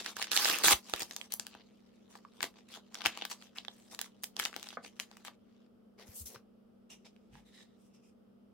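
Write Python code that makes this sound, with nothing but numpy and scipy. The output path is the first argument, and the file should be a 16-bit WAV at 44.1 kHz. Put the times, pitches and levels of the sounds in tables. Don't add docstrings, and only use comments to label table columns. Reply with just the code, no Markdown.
import sys
import numpy as np
from scipy import signal
from scipy.fft import rfft, irfft, next_fast_len
from scipy.io import wavfile
from scipy.ndimage import uniform_filter1d

SR = 44100
rng = np.random.default_rng(int(sys.argv[2]) if len(sys.argv) > 2 else 0)


def wav_record(signal):
    frames = np.transpose(np.atleast_2d(signal))
    bounded = np.clip(frames, -1, 1)
    quanta = np.round(bounded * 32767).astype(np.int16)
    wavfile.write(sys.argv[1], SR, quanta)


N = 376173

# start in seconds, relative level in dB,
# facet pitch in Hz, its Q, treble gain in dB, left-right difference of the treble in dB.
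SNAPS = [(0.0613, -29, 3200, 0.56, -10, -4), (0.167, -32, 1860, 0.71, 0, -15),
         (0.2162, -29, 2370, 0.84, -9, -7), (0.2254, -25, 2800, 1.5, 0, -7),
         (0.2425, -35, 4170, 1, -21, -8), (0.27, -40, 3460, 0.52, -18, -2),
         (0.3164, -23, 2730, 3.7, 4, -10), (0.3316, -26.5, 5000, 1.1, -11, 0),
         (0.3642, -17.5, 3580, 2.1, 2, -9), (0.3743, -16.5, 3130, 1.7, -1, -4),
         (0.4465, -19.5, 4520, 1.8, -9, -10), (0.4552, -21.5, 1500, 1.5, -3, -2),
         (0.4985, -22, 2500, 0.32, -12, -2), (0.5115, -27, 2400, 0.8, -12, -2),
         (0.533, -30, 650, 1.2, 0, 5), (0.5861, -27.5, 2880, 0.61, 2, 18),
         (0.6767, -17, 3120, 0.52, 11, -7), (0.6827, -15.5, 1380, 1.5, -2, 4),
         (0.7085, -17.5, 1300, 0.22, 13, 0), (0.7188, -21, 3500, 0.56, 11, -7),
         (0.7282, -21.5, 2600, 0.73, -4, 24), (0.732, -20.5, 1800, 0.92, 7, 4),
         (0.8967, -38.5, 1660, 0.52, 4, -19), (0.9369, -21.5, 2270, 0.56, -13, -2),
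         (0.9615, -36, 3000, 0.45, 2, -10), (0.9945, -34, 4200, 0.83, 22, -7),
         (1.0196, -29.5, 1700, 0.078, -4, -4), (1.03, -32, 5160, 3.8, 5, -3),
         (1.11, -35.5, 4630, 1.2, -13, 2), (1.1228, -45, 6000, 2.6, -12, -9),
         (1.1636, -30, 6000, 1.1, -9, 2), (1.213, -34, 3030, 2, -8, -11), (1.3216, -29, 5830, 2.7, 6, 11),
         (1.338, -24, 11200, 1.2, 2, 1), (1.3965, -28, 7300, 1.8, -12, 6),
         (1.4672, -35.5, 3600, 0.43, -1, 0), (1.55, -44.5, 667, 0.98, -2.5, -1),
         (2.1532, -44, 795, 7.1, -11.5, -1), (2.2494, -44.5, 1160, 5, -21.5, -7),
         (2.4058, -32.5, 1640, 1.3, -16, 16.5), (2.4285, -22.5, 1940, 0.46, -3, 1),
         (2.9443, -35, 5685, 3.7, -6, 0), (2.953, -36.5, 2720, 0.47, -13, 2),
         (3.007, -37.5, 3285, 1.5, -31, 11), (3.018, -34.5, 2790, 1.3, -14, 4),
         (3.0595, -15.5, 2900, 1.6, -3, 5), (3.0669, -25.5, 2620, .6, -7, -14),
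         (3.1739, -34.5, 1870, 0.42, -6, 3), (3.189, -44, 2700, 2, -14, 2), (3.213, -38, 3300, 3.7, -16, 3),
         (3.2214, -29.5, 3400, 7, -22, -4), (3.2516, -29.5, 2750, 0.71, -3, 6.5),
         (3.3136, -36.5, 1047, 1.6, 10, 6), (3.423, -46.5, 2390, 0.79, -17, 3),
         (3.584, -32, 3670, 2.6, -20, 5), (3.649, -42, 3280, 1.14, -16, -6),
         (3.6822, -31.5, 3520, 6.9, -14, -4), (3.9475, -38.5, 4300, 2.2, 5, -3),
         (3.9905, -30.5, 3470, 0.7, -2, 5), (4.0138, -26, 3840, 0.58, 5.5, -10.5),
         (4.043, -47, 2380, 1.4, -4, -0.5), (4.2352, -28.5, 5920, 0.25, 4.5, -3.5),
         (4.2407, -29, 4390, 1.36, 7.5, -7.5), (4.3658, -32.5, 5100, 2.2, -11, -4),
         (4.3925, -31.5, 4990, 0.8, -2.5, 4), (4.3976, -22, 2020, 0.78, 2.5, 4),
         (4.452, -24, 3090, 0.41, -12, -4), (4.4576, -28.5, 2590, 0.67, -19, 18),
         (4.5285, -42.5, 1130, 1.6, -7, 3), (4.541, -41.5, 1750, 1.2, -12, 9),
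         (4.563, -31, 2600, 0.11, -14.5, 12), (4.5965, -46, 4300, .8, -8, 4),
         (4.6284, -36.5, 3660, 1.05, -4, 5), (4.6415, -47, 3600, 1.15, -10, 2),
         (4.67, -42.5, 3900, 3, -10, 8), (4.688, -38, 4340, 2, -4, 7), (4.705, -44, 3480, 1.8, -14, 3),
         (4.728, -47, 1098, 0.65, -22, 8), (4.847, -42.5, 2260, 0.38, -20, 2),
         (4.9987, -27, 3600, 0.9, -3.5, 1.5), (5.1137, -48, 2690, 0.31, -21, 14),
         (5.1693, -47, 1190, 0.16, -2.5, 3.5), (5.2492, -42, 1634, 0.17, -13, 15),
         (5.2705, -47.5, 900, 1.3, -7, 1), (5.2813, -39.5, 1259, 1.05, -15.5, 7.5),
         (6.3592, -45.5, 1398, 1.26, -13.5, 2), (6.904, -54, 2885, 8.8, -10, 3),
         (7.163, -60, 2640, 1.1, -8, -5), (7.3535, -51, 820, 2, -24, -1)]
# start and length in seconds, initial level in dB,
# relative treble in dB, release in seconds.
PULLS = [(0.311, 0.19, -40, 3, 0.069), (0.632, 0.098, -30, 4, 0.007)]
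# start and length in seconds, level in dB, relative treble in dB.
SQUEEZES = [(0.0, 0.0036, -37, -13), (0.019, 0.091, -44, -6.5), (0.152, 0.088, -42, -6.5),
            (0.263, 0.043, -52.5, -34), (0.819, 0.17, -53.5, -1.5), (0.987, 0.036, -44.5, 0.5),
            (1.024, 0.23, -60.5, -0.5), (1.297, 0.037, -57.5, 0), (1.375, 0.16, -63.5, -24),
            (1.474, .14, -67, -20), (2.083, 0.093, -65.5, -1), (2.322, 0.11, -68.5, -3.5),
            (2.417, 0.03, -43.5, -2.5), (2.54, 0.051, -63, -12.5), (2.68, 0.092, -54, -4.5),
            (2.902, 0.12, -55, -10.5), (3.032, 0.02, -43.5, -13), (3.048, 0.011, -31, -8.5),
            (3.075, 0.178, -52, -17), (3.292, 0.029, -47.5, -0.5), (3.366, 0.11, -63.5, -2.5),
            (3.548, 0.036, -53.5, -3), (3.603, 0.285, -69.5, -0.5), (3.894, 0.05, -57, 0.5),
            (3.971, 0.09, -56.5, -3), (4.22, 0.033, -65, 12), (4.356, 0.11, -46, -3),
            (4.464, 0.28, -58, -6), (4.82, 0.055, -55, -5), (4.951, 0.031, -68, -3.5),
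            (4.988, 0.035, -54.5, -1), (5.053, 0.17, -69, -5), (5.242, 0.034, -52.5, -2.5),
            (5.355, 0.31, -80, -18)]
PUSHES = [(5.975, 0.056, -56.5, -10.5), (6.05, 0.092, -66, 4.5), (6.135, 0.083, -68.5, 22.5),
          (6.253, 0.025, -64, 19), (6.28, 0.067, -63, 6), (6.342, 0.012, -52, -14)]
# start and length in seconds, level in dB,
# relative treble in dB, pitch of the bent card in Hz, gain of its resonance in dB.
CARD_SHIFTS = [(6.893, 0.039, -60, -3, 2830, 7.5), (7.045, 0.022, -59.5, -10, 2400, -2),
               (7.306, 0.087, -70.5, -3, 843, 14.5), (7.447, 0.05, -75, -0.5, 1880, 8),
               (7.509, 0.12, -68, -3.5, 1860, 11.5), (7.769, 0.11, -85, 7, 2700, -2),
               (7.932, 0.029, -77.5, 0, 2650, 8.5), (8.007, 0.088, -85.5, 4, 2540, 13)]
# start in seconds, peak in dB, pitch in Hz, rise in seconds.
KNOCKS = [(0.668, -39, 134, 0.0031), (0.735, -37.5, 103, 0.0044), (0.748, -56, 52, 0.0087),
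          (0.938, -39, 102, 0.001), (2.428, -52, 299, 0.0011), (3.058, -51, 93.7, 0.0073),
          (3.06, -36.5, 318, 0.0015), (6.087, -48, 82.6, 0.0054), (6.202, -47, 70, 0.016),
          (6.357, -55, 109.7, 0.0063), (7.289, -62.5, 54, 0.048), (7.32, -58, 129, 0.023)]
# frequency in Hz, relative spectral density in dB.
TEAR_SPECTRUM = [(59, -24), (100, -18), (283, -7), (490, -4.5), (650, -7.5), (1300, -1), (2100, -6),
                 (3400, -1), (7450, -6.5), (12700, -11), (16000, -15.5)]
FILM_SPECTRUM = [(60, -17), (150, -13.5), (354, 0), (540, -5), (760, -0.5), (1420, -4), (2140, -5),
                 (3100, -1), (5000, -5), (7920, -7.5), (10000, -13), (16000, -21.5)]
SLIDE_SPECTRUM = [(240, -18), (400, 0), (480, 1), (655, -5), (1400, -12), (2100, -9.5), (3640, -11.5),
                  (5690, -11), (8000, -13), (12500, -12.5), (16000, -17.5)]
CARD_SPECTRUM = [(400, -6.5), (950, -6), (1500, -12.5), (2200, -5.5), (2850, -4), (3700, -4), (4500, -10),
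                 (5100, -4.5), (6100, -5.5), (8500, -0.5), (16000, -16.5)]
# frequency in Hz, Q, gain in dB.
SURROUNDING_RESONANCES = [(344, 3.5, -3), (813, 10, -5), (1175, 17, -3), (1550, 35, -3), (1700, 22, -3),
                          (2640, 32, -7)]
# frequency in Hz, relative level in dB, T60 in seconds.
WRAPPER_MODES = [(250, -12, 0.11), (500, -20, .025), (820, -2.5, 0.027), (1010, -17, 0.036),
                 (1270, 6, 0.0092), (1496, -3, 0.033), (1730, -7, 0.03), (2060, -13, .025)]
# frequency in Hz, relative spectral density in dB.
AIR_SPECTRUM = [(12, -52.5), (20, -23.5), (43, -19.5), (146, -17), (177, -17.5), (210, -8.5), (337, -16),
                (459, -13.5), (1000, -33), (1280, -28.5), (1700, -40), (2300, -43), (3050, -39),
                (4200, -47.5), (5100, -44.5), (6360, -53.5), (10000, -52), (12400, -51), (16000, -55.5)]
# frequency in Hz, rms level in dB, rms waver in Hz.
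HUM_TONES = [(200, -67.5, 2.5), (232.8, -68, 5.0)]
# frequency in Hz, T60 in seconds.
ROOM_T60 = [(250, 0.18), (700, 0.15), (1800, 0.12), (4600, 0.135), (12000, 0.135)]
# frequency in Hz, correlation from -1 to 1.
MIC_CORRELATION = [(200, .55), (600, .68), (1100, .68), (2200, .52), (4500, .12), (8500, -.3),
                   (14000, -.08)]


def snaps(rows, level_db=-4.5, flutter=0.9, decay_s=(.001, .0016), shade_hz=2500, size=768):
    out, t, f = np.zeros((2, N)), np.arange(size) / SR, bins(128)
    for start, db, hz, q, treble_db, pan_db in rows:
        kick = rng.standard_normal((2, size)) * flutter * np.exp(-t / rng.uniform(*decay_s))
        kick[0, 10] += 1
        kick[1, [9, 11]] += (.7, -.7)
        kick = microphone_pair(np.pad(kick, ((0, 0), (16, 0))))
        snap = convolve(kick, facet(hz, q, treble_db, sheet=gain_of(-14)))
        shadow = [min_phase(gain_of(side * pan_db * f / (f + shade_hz))) for side in (.5, -.5)]
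        snap = convolve(snap, shadow)
        onset_rms = np.sqrt(np.mean(snap[:, :SR // 250] ** 2))
        add(out, start, snap * gain_of(db + level_db) / onset_rms)
    return out


def small_creases(per_s=27, most=8, centre_hz=2700, spread_octaves=0.46, q=0.57):
    rows = []
    for start, length, db, treble_db in SQUEEZES:
        waits = np.cumsum(rng.exponential(1, most)) / per_s
        for wait, (force, pitch, side) in zip(waits, rng.standard_normal((most, 3))):
            if wait < length:
                crease_db, pan_db = db + 2 + 1.5 * force, 11 * side
                hz = centre_hz * 2 ** (spread_octaves * pitch)
                rows.append((start + wait, crease_db, hz, q, treble_db, pan_db))
    return rows


def facet(hz, q, treble_db=0, size=512, shelf_hz=7000, sheet=0, sheet_hz=800):
    f = bins(size) + 1
    panel_power = 1 / (1 + q ** 2 * (f / hz - hz / f) ** 2)
    sheet_power = sheet ** 2 / (1 + (f / sheet_hz - sheet_hz / f) ** 2)
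    shelf = gain_of(treble_db / (1 + (shelf_hz / f) ** 4))
    return min_phase(shelf * np.sqrt(panel_power + sheet_power))


def tearing():
    pulls = [stroke(start, length, db, treble_db, attack_s=0.0075, release_s=release_s,
                    swell_db_per_s=44.5, treble_db_per_s=15)
             for start, length, db, treble_db, release_s in PULLS]
    return friction(pulls, TEAR_SPECTRUM, slips_per_s=1600, spread_db=1.5, hiss=0.8,
                    flex_db=3.0, judder_db=1.13, pan_db=-2.0, rest_db=-45.5)


def surroundings(x):
    peaks = sum(gain_of(db) * facet(hz, q, size=2048) for hz, q, db in SURROUNDING_RESONANCES)
    return x + convolve(x, peaks)


def loosening(x, taut_hz=1900, bass_db=-6.5, loosen_s=0.074):
    hz, t, spectra = signal.stft(x, SR, nperseg=512)
    since_tear = np.clip(t - PULLS[0][0], 0, 1)
    edge_hz = taut_hz * np.exp(-since_tear / loosen_s)
    shelf = gain_of(bass_db / (1 + (hz[:, None] / edge_hz) ** 4))
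    return signal.istft(spectra * shelf, SR, nperseg=512)[1][:, :N]


def crinkling():
    squeezes = light_strokes(SQUEEZES, attack_share=0.47, release_s=0.013)
    return friction(squeezes, FILM_SPECTRUM, slips_per_s=1900, spread_db=2.0, hiss=0.63,
                    flex_db=3.2, judder_db=2.5, pan_db=1.5, rest_db=-76.5)


def wrapper_landing(at_s=4.7708, level_db=-38, flutter=0.11, flutter_s=0.0099, band_hz=(140, 2150)):
    out, t = np.zeros((2, N)), np.arange(SR // 4) / SR
    blow = flutter * microphone_pair(rng.standard_normal((2, len(t)))) * np.exp(-t / flutter_s)
    blow[:, 0] += 1
    modes = sum(gain_of(db - 60 * t / t60) * np.sin(2 * np.pi * hz * t) for hz, db, t60 in WRAPPER_MODES)
    band = signal.butter(8, band_hz, "band", fs=SR, output="sos")
    tap = signal.sosfilt(band, convolve(blow, modes))
    onset_rms = np.sqrt(np.mean(tap[:, :SR // 100] ** 2))
    add(out, at_s, gain_of(level_db) * tap / onset_rms)
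    return out


def wrapper_sliding():
    pushes = light_strokes(PUSHES, attack_share=0.29, release_s=0.016)
    return friction(pushes, SLIDE_SPECTRUM, slips_per_s=9700, spread_db=-0.5, hiss=1.3,
                    flex_db=2.5, judder_db=1.5, pan_db=2.0, rest_db=-87.0)


def shifting_cards(q=7, overtone=2.02, overtone_db=-2):
    shifts = light_strokes(CARD_SHIFTS, attack_share=0.39, release_s=0.018)
    rub = friction(shifts, CARD_SPECTRUM, slips_per_s=1600, spread_db=2.0, hiss=1.2,
                   flex_db=1.5, judder_db=0.5, pan_db=-0.5, rest_db=-85.5)
    out = rub.copy()
    ends = [row[0] for row in CARD_SHIFTS[1:]] + [N / SR]
    for (start, *_, hz, ring_db), end in zip(CARD_SHIFTS, ends):
        modes = facet(hz, q, size=2048) + gain_of(overtone_db) * facet(hz * overtone, q, size=2048)
        grip = rub[:, round(start * SR):round(end * SR)]
        add(out, start, gain_of(ring_db) * convolve(grip, modes))
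    return out


def friction(strokes, spectrum, slips_per_s, spread_db, hiss, flex_db, judder_db, pan_db, rest_db):
    first, last = strokes[0][0], strokes[-1][0]
    size = int(np.ceil(last - first + .5)) * SR
    power, out = np.zeros((2, size)), np.zeros((2, N))
    power[:, :round((last - first) * SR)] = gain_of([[rest_db], [rest_db - 9]]) ** 2
    for start, gains in strokes:
        add(power, start - first, gains ** 2)
    drive = slips(size, slips_per_s, spread_db) + hiss * rng.standard_normal((2, size))
    drive = microphone_pair(flexing(drive, flex_db)[:, :size])
    f = bins(2048)
    colour = gain_of(log_interp(spectrum, f))
    treble_share = 1 / (1 + (6000 / (f + 1)) ** 8)
    body, treble = (unit_rms(convolve(drive, min_phase(colour * np.sqrt(share))))
                    for share in (1 - treble_share, treble_share))
    body_gain, treble_gain = np.sqrt(power) * gain_of(judder_db * drift(150)[:size])
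    add(out, first, body_gain * body + treble_gain * treble)
    return out * gain_of([[pan_db / 2], [-pan_db / 2]])


def slips(size, per_s, spread_db, q=1.5, facets=10):
    crackle, power = np.zeros((2, size)), 0
    for hz in np.linspace(28, 125, facets) ** 2:
        chance, direction, strength = rng.random((3, 2, size))
        slipping = chance < per_s / SR / facets / 2
        kicks = slipping * np.sign(direction - .5) * gain_of(-spread_db * np.log(strength + .03))
        response = unit_rms(facet(hz, q))
        crackle += convolve(kicks, response)
        power = power + abs(rfft(response)) ** 2
    whitening = min_phase(1 / np.sqrt(power + power.mean() / 10))
    return unit_rms(convolve(crackle, whitening))


def flexing(x, depth_db, width_hz=600, hold_s=.03):
    hz, t, spectra = signal.stft(x, SR, nperseg=512)
    patches = rng.standard_normal(spectra.shape[1:])
    for _ in range(2):
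        patches = uniform_filter1d(patches, max(round(width_hz / hz[1]), 1), axis=0)
        patches = uniform_filter1d(patches, max(round(hold_s / t[1]), 1), axis=1)
    return signal.istft(spectra * gain_of(depth_db * unit_rms(patches)), SR, nperseg=512)[1][:, :N]


def stroke(start, length, db, treble_db, attack_s, release_s, swell_db_per_s=0, treble_db_per_s=0):
    t = np.arange(SR // 2) / SR
    held = np.minimum(t, length)
    shape = np.minimum(t / attack_s, 1) * np.exp((held - t) / release_s)
    return start, shape * gain_of([db + swell_db_per_s * held, db + treble_db + treble_db_per_s * held])


def light_strokes(rows, attack_share, release_s):
    return [stroke(start, length, db, treble_db, attack_share * length, release_s)
            for start, length, db, treble_db, *_ in rows]


def knocks(wobble=0.18, lag_cycles=0.028, pan_db=2.4):
    out, t = np.zeros((2, N)), np.arange(SR // 2) / SR
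    for start, db, hz, rise in KNOCKS:
        pitch = hz * (1 + wobble * drift(52)[:len(t)])
        cycles = np.cumsum(pitch) / SR + np.array([[0], [lag_cycles]])
        envelope = t / rise * np.exp(1 - t / rise)
        add(out, start, gain_of(db) * envelope * np.sin(2 * np.pi * cycles))
    return out * gain_of([[pan_db / 2], [-pan_db / 2]])


def reverberation(x, build_s=.007, wall_s=.023, wall_gain=.35):
    hz, t, spectra = signal.stft(rng.standard_normal((2, SR // 2)), SR, nperseg=256)
    decay = gain_of(-60 * t / log_interp(ROOM_T60, hz)[:, None])
    tail = signal.istft(spectra * decay, SR, nperseg=256)[1]
    t = np.arange(tail.shape[1]) / SR
    tail *= np.minimum(t / build_s, 1) ** 2 * (1 + wall_gain * (t > wall_s))
    return microphone_pair(convolve(x, tail / np.linalg.norm(tail[0])))


def machine_hum(swell=0.12):
    hum = np.zeros(N)
    for hz, db, waver_hz in HUM_TONES:
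        envelope = 1 + swell * drift(12)
        cycles = np.cumsum(hz + waver_hz * drift(12)) / SR
        hum += gain_of(db) * unit_rms(envelope * np.sin(2 * np.pi * cycles))
    return hum


def room_air(level_db=-65.5, width=0.93):
    mid, side = rng.standard_normal((2, N))
    noise = np.array([mid + width * side, mid - width * side])
    colour = gain_of(log_interp(AIR_SPECTRUM, bins(8192)))
    return gain_of(level_db) * unit_rms(convolve(noise, min_phase(colour)))


def microphone_pair(x):
    size = next_fast_len(x.shape[1])
    mid, side = rfft(x, size)
    correlation = np.clip(log_interp(MIC_CORRELATION, bins(size)), -1, 1)
    mid *= np.sqrt((1 + correlation) / 2)
    side *= np.sqrt((1 - correlation) / 2)
    return irfft(np.array([mid + side, mid - side]), size)[:, :x.shape[1]]


def drift(hz, step=64):
    size = N // step
    slow = unit_rms(irfft(rfft(rng.standard_normal(size)) * (bins(size) < hz * step)))
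    return slow[np.minimum(np.arange(N) // step, size - 2)]


def min_phase(gain):
    log_gain = np.log(np.maximum(np.r_[gain, gain[-2:0:-1]], 1e-5))
    return np.fft.ifft(np.exp(np.conj(signal.hilbert(log_gain)))).real


def convolve(x, response):
    return signal.oaconvolve(np.atleast_2d(x), np.atleast_2d(response), axes=1)[:, :x.shape[-1]]


def add(mix, start, sound):
    part = mix[:, max(round(start * SR), 0):][:, :sound.shape[-1]]
    part += sound[..., :part.shape[1]]


def log_interp(points, hz):
    f, value = np.transpose(points)
    return np.interp(np.log(hz + 1), np.log(f + 1), value)


def bins(size):
    return np.fft.rfftfreq(size, 1 / SR)


def gain_of(db):
    return 10 ** (np.asarray(db) / 20)


def unit_rms(x):
    return x / np.sqrt(np.mean(x ** 2) + 1e-20)


def scene():
    film = loosening(surroundings(tearing()) + crinkling())
    rubs = film + wrapper_sliding() + shifting_cards()
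    lows = knocks() + room_air() + machine_hum()
    impacts = surroundings(snaps(SNAPS + small_creases())) + wrapper_landing()
    return impacts + rubs + reverberation(gain_of(-11) * impacts + gain_of(-12) * rubs) + lows


def record(dry, bass_hz=38, top_hz=16100):
    highpass = signal.butter(2, bass_hz, "high", fs=SR, output="sos")
    lowpass = signal.firwin(255, top_hz, window=("kaiser", 9), fs=SR)
    return signal.oaconvolve(signal.sosfilt(highpass, dry), lowpass[None], "same")


dry = scene()
out = record(dry)
wav_record(out)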